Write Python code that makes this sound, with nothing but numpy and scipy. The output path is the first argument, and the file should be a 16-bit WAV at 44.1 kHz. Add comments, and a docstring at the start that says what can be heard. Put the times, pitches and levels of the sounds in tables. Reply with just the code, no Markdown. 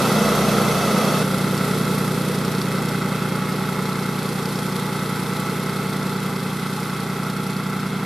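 """A walk-behind tractor with a single-cylinder engine drives a flail mower slowly away over a lawn.
Its exhaust thuds thirty times a second and throbs against the hum of the rotor that swings the blades.
Blows inside the engine ring its metal, a loose muffler shield rattles, and cut grass churns and fizzes.
At first the machine is also heard from close beside the mower hood; that sound cuts off after 1.2 s."""
import sys
import numpy as np
from scipy import signal
from scipy.fft import rfft, irfft, next_fast_len
from scipy.io import wavfile

SR = 44100
rng = np.random.default_rng(int(sys.argv[2]) if len(sys.argv) > 2 else 0)


def wav_record(signal):
    """Record a signal, one row per channel, as 16-bit PCM in the file named by sys.argv[1]."""
    frames = np.transpose(np.atleast_2d(signal))
    bounded = np.clip(frames, -1, 1)
    # unit amplitude maps onto the largest positive 16-bit level
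    quanta = np.round(bounded * 32767).astype(np.int16)
    wavfile.write(sys.argv[1], SR, quanta)


N = 355005
TIME = np.arange(N) / SR
FIRST_FIRING = .673  # in cycles; one engine cycle runs from one firing to the next

# blows of the moving engine parts: place/cycles, length/cycles, level/dB
KNOCKS = [(.6, 0.1025, -1.5), (.82, 0.0792, -4), (.15, 0.0702, -1.5), (.35, 0.0573, -4), (.45, 0.047, -2)]
# tone of exhaust gas and cut grass: f/Hz, level/dB
HISS = [(100, -45), (1500, -16.5), (3000, -5.5), (3600, 1), (5200, -2), (7000, -7.5), (8500, -5),
        (9500, -5), (11500, -2.5), (13000, -7.5), (15000, -23)]


def tractor():
    """The whole machine from behind; as it rolls away, each of its sounds fades at its own pace."""
    # the engine slows in thick grass and recovers: t/s, firing rate/Hz
    speed = [(0.0, 30.272), (0.25, 30.168), (0.7, 30.318), (1.1, 30.221), (1.65, 29.804), (2.06, 29.992),
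             (2.41, 29.682), (4.32, 30.029), (5.03, 29.727), (5.43, 29.968), (5.78, 30.017), (7.09, 29.817),
             (7.55, 30.149), (8.05, 30.084)]
    # the treble rises and falls a little: t/s, level/dB
    treble_levels = [(1.3, 0.5), (1.65, 1.2), (2.3, 0.5), (3.5, -0.77), (5.05, 0.34), (6.9, 0.1),
                     (7.55, -1.4), (8.05, -1.1)]
    cycles = np.cumsum(over_time(speed)) / SR
    treble = amp(over_time(treble_levels))
    metal_gain = treble * rolling_away(loss_db=1.93)
    fizz_gain = treble * rolling_away(loss_db=4)
    hum = rolling_away(loss_db=3) * (amp(-24.5) * exhaust(cycles) + amp(4.5) * rotor(cycles))
    whirr = metal_gain * amp(2) * engine_block(cycles)
    rush = rolling_away(loss_db=6) * amp(-25.5) * clippings(cycles)
    knocks = metal_gain * amp(-32) * clatter(cycles)
    fizz = fizz_gain * (amp(-35.5) * hiss(cycles) + amp(-43.5) * stalks(cycles))
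    return hum + lawn_bounce(whirr + rush + knocks) + fizz + shield_rattles(cycles)


def exhaust(cycles):
    """Each firing pushes one low thud out of the muffler."""
    # tones of the thud: multiple of the firing rate, level/dB
    tones = [(2, -49.5), (3, -69), (4, -35.5), (5, -29.5), (6, -34), (7, -35.5), (8, -35.5), (9, -38.5),
             (11, -41.5)]
    thuds = -sum(amp(db) * np.cos(2 * np.pi * k * (cycles - FIRST_FIRING)) for k, db in tones)
    return unit_level(thuds)


def rotor(cycles, turns_per_firing=1.5885):
    """The blades hum just above the engine's sixth harmonic, so the two throb; drive and fan whine."""
    # hum of four rows of blades: multiple of the turning rate, level/dB
    blade_tones = [(2, -52.5), (3, -53), (4, -29), (6, -60), (8, -40.5), (9, -66), (10, -58), (11, -59),
                   (18, -48), (54, -52)]
    # rough whine of the drive and the cooling fan's high tones: multiple of the firing rate, level/dB
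    whine_tones = [(13.3, -42.5), (15.3, -44.5), (88, -53), (89, -59.5), (110, -52.5)]
    turns = cycles * turns_per_firing + .026
    blades = wavering_tones(turns, blade_tones, waver=.096, smear_rad=.1)
    jitter = .0022 * drift(25)  # play in the gears roughens the high whine
    return blades + wavering_tones(cycles + jitter, whine_tones, waver=.066, smear_rad=.75)


def engine_block(cycles, throb=.18):
    """The engine case and cooling fan whirr, pulsing with the blows and swelling at each firing."""
    # the case and the eleven-blade fan: multiple of the firing rate, level/dB
    tones = [(13, -52.5), (14, -44), (15, -43), (17, -57), (18, -57.5), (20, -49.5), (21, -50), (22, -40.5),
             (24, -51), (29, -51.5), (32, -53.5), (33, -45.5), (35, -48.5), (37, -52), (38, -51),
             (39, -46.5), (40, -59), (42, -53), (43, -50), (44, -36), (45, -45.5), (46, -40), (48, -43),
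             (49, -52.5), (51, -47.5), (52, -52.5), (66, -46), (68, -46), (72, -46)]
    place, length, db = np.transpose(KNOCKS)
    blows = amp(db) * np.exp(2j * np.pi * rng.random(len(KNOCKS)))

    def phase(k):
        """Lines up tone k with the blows."""
        return np.angle(np.sum(blows * np.exp(-2j * np.pi * k * (place + length / 2))))

    whirr = wavering_tones(cycles + .0021 * drift(15), tones, waver=.19, smear_rad=.51, phase=phase)
    swell = 1 + throb * np.cos(2 * np.pi * (cycles - FIRST_FIRING))
    return whirr * swell * amp(1.8 * drift(22))


def clatter(cycles, repeat_gain=.29):
    """Piston and valve blows ring the metal; part of each blow is the same in every cycle."""
    # tone of the clatter: f/Hz, level/dB
    spectrum = [(60, -46), (300, -23.5), (700, -14.5), (1100, -3.5), (1400, 3), (1700, -4), (2400, -8.5),
                (2950, -10.5), (3300, -4.5), (4500, -10.5), (7000, -24), (15000, -38.5)]
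    # where the engine metal rings: f/Hz, width/Hz, boost/dB
    resonances = [(1034, 40, 9.5), (1128, 58, 10), (1257, 106, 8.5), (2090, 390, 8.2), (2615, 230, 5.2)]
    pattern = rng.standard_normal(1470)
    noise = rng.standard_normal((2, N))
    noise[0] += repeat_gain * pattern[(cycles % 1 * len(pattern)).astype(int)]
    power = .5 + pulses(cycles + .0535, KNOCKS, uneven_db=2)
    return shape_noise(noise * np.sqrt(power), spectrum, resonances)


def beside_hood(firing_hz=30.62, end_s=1.232, ease_db_per_s=.8):
    """Close by, the roar of the blades in the grass covers much of the engine, then both cut off."""
    # engine tones beside the hood: multiple of the firing rate, level/dB
    tones = [(2, -44), (4, -38.5), (5, -50), (6, -56), (7, -23.8), (8, -54), (9, -44), (11, -41.5),
             (14, -60), (17, -42), (22, -36), (42, -58), (43, -36.5), (44, -42), (46, -52)]
    # tone of the roar: f/Hz, level/dB
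    spectrum = [(25, -34), (90, -21), (170, 3.5), (300, -8), (500, 3), (700, -0.5), (950, -5.5),
                (1300, -1.5), (1700, -13.5), (2900, -16), (3500, -12.5), (8000, -23), (11500, -20),
                (15000, -34)]
    # where the hood rings: f/Hz, width/Hz, boost/dB
    resonances = [(1290, 150, 5), (2006, 100, 9), (2618, 54, 12.5), (3310, 110, 4.5), (4470, 47, 10.5),
                  (5400, 100, 6), (5800, 130, 6.5), (6350, 170, 7.5)]
    cycles = firing_hz * TIME - .226
    engine = -wavering_tones(cycles - FIRST_FIRING, tones, waver=.15, smear_rad=.15)
    hum = engine + amp(-14) * rotor(cycles)
    churn = rng.standard_normal((2, N)) * np.sqrt(4 + pulses(cycles, [(.58, .11, -3.5)], uneven_db=1))
    roar = amp(-23 - ease_db_per_s * TIME) * shape_noise(churn, spectrum, resonances)
    return (hum + roar) * np.clip((end_s - TIME) / .0035, 0, 1)


def clippings(cycles):
    """Air and clippings churn under the hood, with a small surge in each engine cycle."""
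    # tone of the churning: f/Hz, level/dB
    spectrum = [(20, -28), (55, -24), (80, -17), (100, -19.5), (150, -9.5), (195, -2.5), (280, -8),
                (390, -0.5), (490, 0), (570, -5.5), (690, -10), (850, -1.5), (1000, -14.5), (4000, -36.5)]
    churn = rng.standard_normal((2, N)) * np.sqrt(6 + pulses(cycles, [(.52, .055, 0)], uneven_db=5))
    return shape_noise(churn, spectrum)


def hiss(cycles):
    """Sharp puffs of gas stand out over the steady fizz of the blades."""
    # exhaust crack, its tail and the air intake: place/cycles, length/cycles, level/dB
    puffs = [(.58, 0.046, 1), (0.65, 0.26, -1.5), (0.8, .045, 6)]
    # where the thin sheet of hood and muffler shield rings: f/Hz, width/Hz, boost/dB
    resonances = [(4230, 64, 5), (5210, 110, 3.5), (7540, 200, 4), (8550, 140, 1.5)]
    power = 3 + pulses(cycles, puffs, uneven_db=3.5)
    noise = rng.standard_normal((2, N)) * np.sqrt(power) * amp(.5 * drift(25))
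    return shape_noise(noise, HISS, resonances)


def shield_rattles(cycles, chatter_share=.3, contacts=4, contact_db=-8, detune=.04):
    """Firings jolt the loose muffler shield, a few hard and many lightly; quick contacts ring it."""
    # hard jolts: t/s, strength/dB
    hard_jolts = [(1.443, -29), (1.577, -24), (1.645, -27), (1.711, -30), (2.448, -25), (2.548, -27),
                  (2.614, -27), (2.886, -26), (4.456, -31), (7.232, -31)]
    # ringing tones of the shield: f/Hz, level/dB, decay/s
    modes = [(3680, -4, 0.0015), (4620, 5, .0018), (5380, 2, 0.0023), (6300, -22, 0.0014), (7450, -5, .002),
             (8850, -10, .002), (11200, 1, .001)]
    jolt_times = TIME[1:][np.diff(np.floor(cycles - .55)) > 0]  # one chance in each cycle
    chances, strengths_db = rng.random(300), rng.normal(-32.5, .5, 300)
    light_jolts = [(start, db) for start, chance, db in zip(jolt_times, chances, strengths_db)
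                   if chance < chatter_share]
    out = np.zeros(N)
    t = np.arange(SR // 30) / SR
    for start, db in hard_jolts + light_jolts:
        for delay in rng.uniform(0, .0031, contacts):
            pitch = 1 + detune * rng.uniform(-1, 1)  # each contact lands elsewhere on the sheet
            ring = 0
            for hz, mode_db, decay in modes:
                gain = amp(mode_db) * rng.uniform(.44, 1.14)
                ring += gain * np.sin(2 * np.pi * hz * pitch * t) * np.exp(-t / decay)
            part = out[round((start + delay) * SR):][:len(t)]
            part += amp(db + contact_db) * ring[:len(part)]
    return out


def stalks(cycles, snaps_per_s=800, ring_s=.0012, size_db=4.5, pitches=24):
    """Stalks snap on the blades with tiny pitched clicks, more often as a firing jerks the rotor."""
    t = np.arange(SR // 40) / SR
    chance = .4 + pulses(cycles, [(.58, .12, 3)], uneven_db=2)
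    chance *= snaps_per_s / pitches / SR / chance.mean()
    out = np.zeros((2, N))
    for hz in np.geomspace(3400, 12500, pitches):
        hits = np.flatnonzero(rng.random(N) < chance)
        size = np.minimum(rng.exponential(1, len(hits)), 3)
        pan = rng.uniform(-.3, 1.87, len(hits))
        clicks = np.zeros((2, N))
        clicks[:, hits] = amp(size_db * size) * np.array([np.cos(pan), np.sin(pan)])
        snap = np.sin(2 * np.pi * hz * t) * np.exp(-t / (ring_s * rng.uniform(.45, 2)))
        snap *= amp(level_at(HISS, hz)) * np.sqrt(hz)
        out += signal.oaconvolve(clicks, snap[None], axes=1)[:, :N]
    return unit_level(out)


def lawn_bounce(sound, width_hz=370, depth=.47):
    """Sound bouncing off the soft lawn partly cancels one band of the direct sound."""
    # the weakened band sinks with distance: t/s, f/Hz
    dip = [(0, 860), (2.3, 776), (4, 675), (6, 654), (8.05, 580)]
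    carrier = np.exp(2j * np.pi * np.cumsum(over_time(dip)) / SR)
    pole = np.exp(-np.pi * width_hz / SR)
    band = 2 * (carrier * signal.lfilter([1 - pole], [1, -pole], sound / carrier)).real
    return sound - depth * band


def rolling_away(loss_db, start_m=3.13, walk_m_per_s=.57):
    """A gain that drops by loss_db each time the distance doubles, and sways as the grass changes."""
    doublings = np.log2(1 + walk_m_per_s * TIME / start_m)
    return amp(-loss_db * doublings + .65 * drift(.5))


def wavering_tones(turns, tones, waver, smear_rad, phase=lambda k: 0):
    """Tones of a spinning shaft; each wavers in level and phase as the machine rolls along."""
    drifts = [drift(1.2) for _ in range(6)]
    out = np.zeros(N)
    for k, db in tones:
        swell, shift = (drifts[i] for i in rng.permutation(len(drifts))[:2])
        angle = 2 * np.pi * k * turns + phase(k) + smear_rad * shift
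        out += amp(db) * (1 + waver * swell) * np.cos(angle)
    return out


def pulses(cycles, blows, uneven_db):
    """Power of blows that return every cycle: a quick rise, a slower fall, each with its own strength."""
    power = 0
    for place, length, db in blows:
        cycle, age = np.divmod(cycles - place + 2, 1)
        strength = amp(db + uneven_db * rng.uniform(-1.7, 1.7, 300))[cycle.astype(int)]
        power += strength ** 2 * 2 * (1 - np.exp(-10 * age / length)) * np.exp(-age / length)
    return power


def shape_noise(noise, spectrum, resonances=()):
    """Gives two noises a tone and a ring: mid goes to both ears, side spreads it left and right."""
    # stereo width: f/Hz, side level against mid/dB
    stereo_width = [(30, 0), (150, -9), (500, -16), (1300, -14), (2200, -11.5), (4500, -11), (8500, -3.5),
                    (13000, -6)]
    size = next_fast_len(N + 4096, True)
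    hz = np.fft.rfftfreq(size, 1 / SR)
    peaks_db = sum(boost / (1 + (2 * (hz - f) / width) ** 2) for f, width, boost in resonances)
    cepstrum = irfft(np.log(amp(level_at(spectrum, hz) + peaks_db)), size)
    cepstrum[1:size // 2] *= 2  # folded so that the ringing comes after each blow, never before
    cepstrum[size // 2 + 1:] = 0
    shaped = rfft(noise, size) * np.exp(rfft(cepstrum))
    mid = irfft(shaped[0], size)[:N]
    side = irfft(shaped[1] * amp(level_at(stereo_width, hz)), size)[:N]
    return np.array([mid + side, mid - side]) / np.std(mid)


def drift(rate_hz):
    """A smooth random wobble of typical size 1, up to about the given rate."""
    points, points_per_s = 4096, 400
    hz = np.fft.rfftfreq(points, 1 / points_per_s)
    slow = irfft(rfft(rng.standard_normal(points)) / (1 + (hz / rate_hz) ** 4))
    return np.interp(TIME * points_per_s, np.arange(points), unit_level(slow))


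def over_time(rows):
    """Joins (time, value) points with straight lines."""
    return np.interp(TIME, *np.transpose(rows))


def level_at(spectrum, hz):
    """Looks up a level in dB between the points of a spectrum, on a log-frequency scale."""
    f, db = np.transpose(spectrum)
    return np.interp(np.log(hz + 1), np.log(f + 1), db)


def amp(db):
    """Turns decibels into a gain."""
    return 10 ** (np.asarray(db) / 20)


def unit_level(x):
    """Scales a signal to an average (rms) level of 1."""
    return x / np.sqrt(np.mean(x ** 2) + 1e-20)


def scene():
    """The machine from behind and from beside the hood, slightly right of centre."""
    return (tractor() + beside_hood()) * amp([[-.4], [.4]])


def record(dry, cutoff_hz=15100):
    """Cuts off the very highest treble."""
    lowpass = signal.firwin(511, cutoff_hz, window=("kaiser", 9), fs=SR)
    return signal.oaconvolve(dry, lowpass[None], "same")


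dry = scene()
out = record(dry)
wav_record(out)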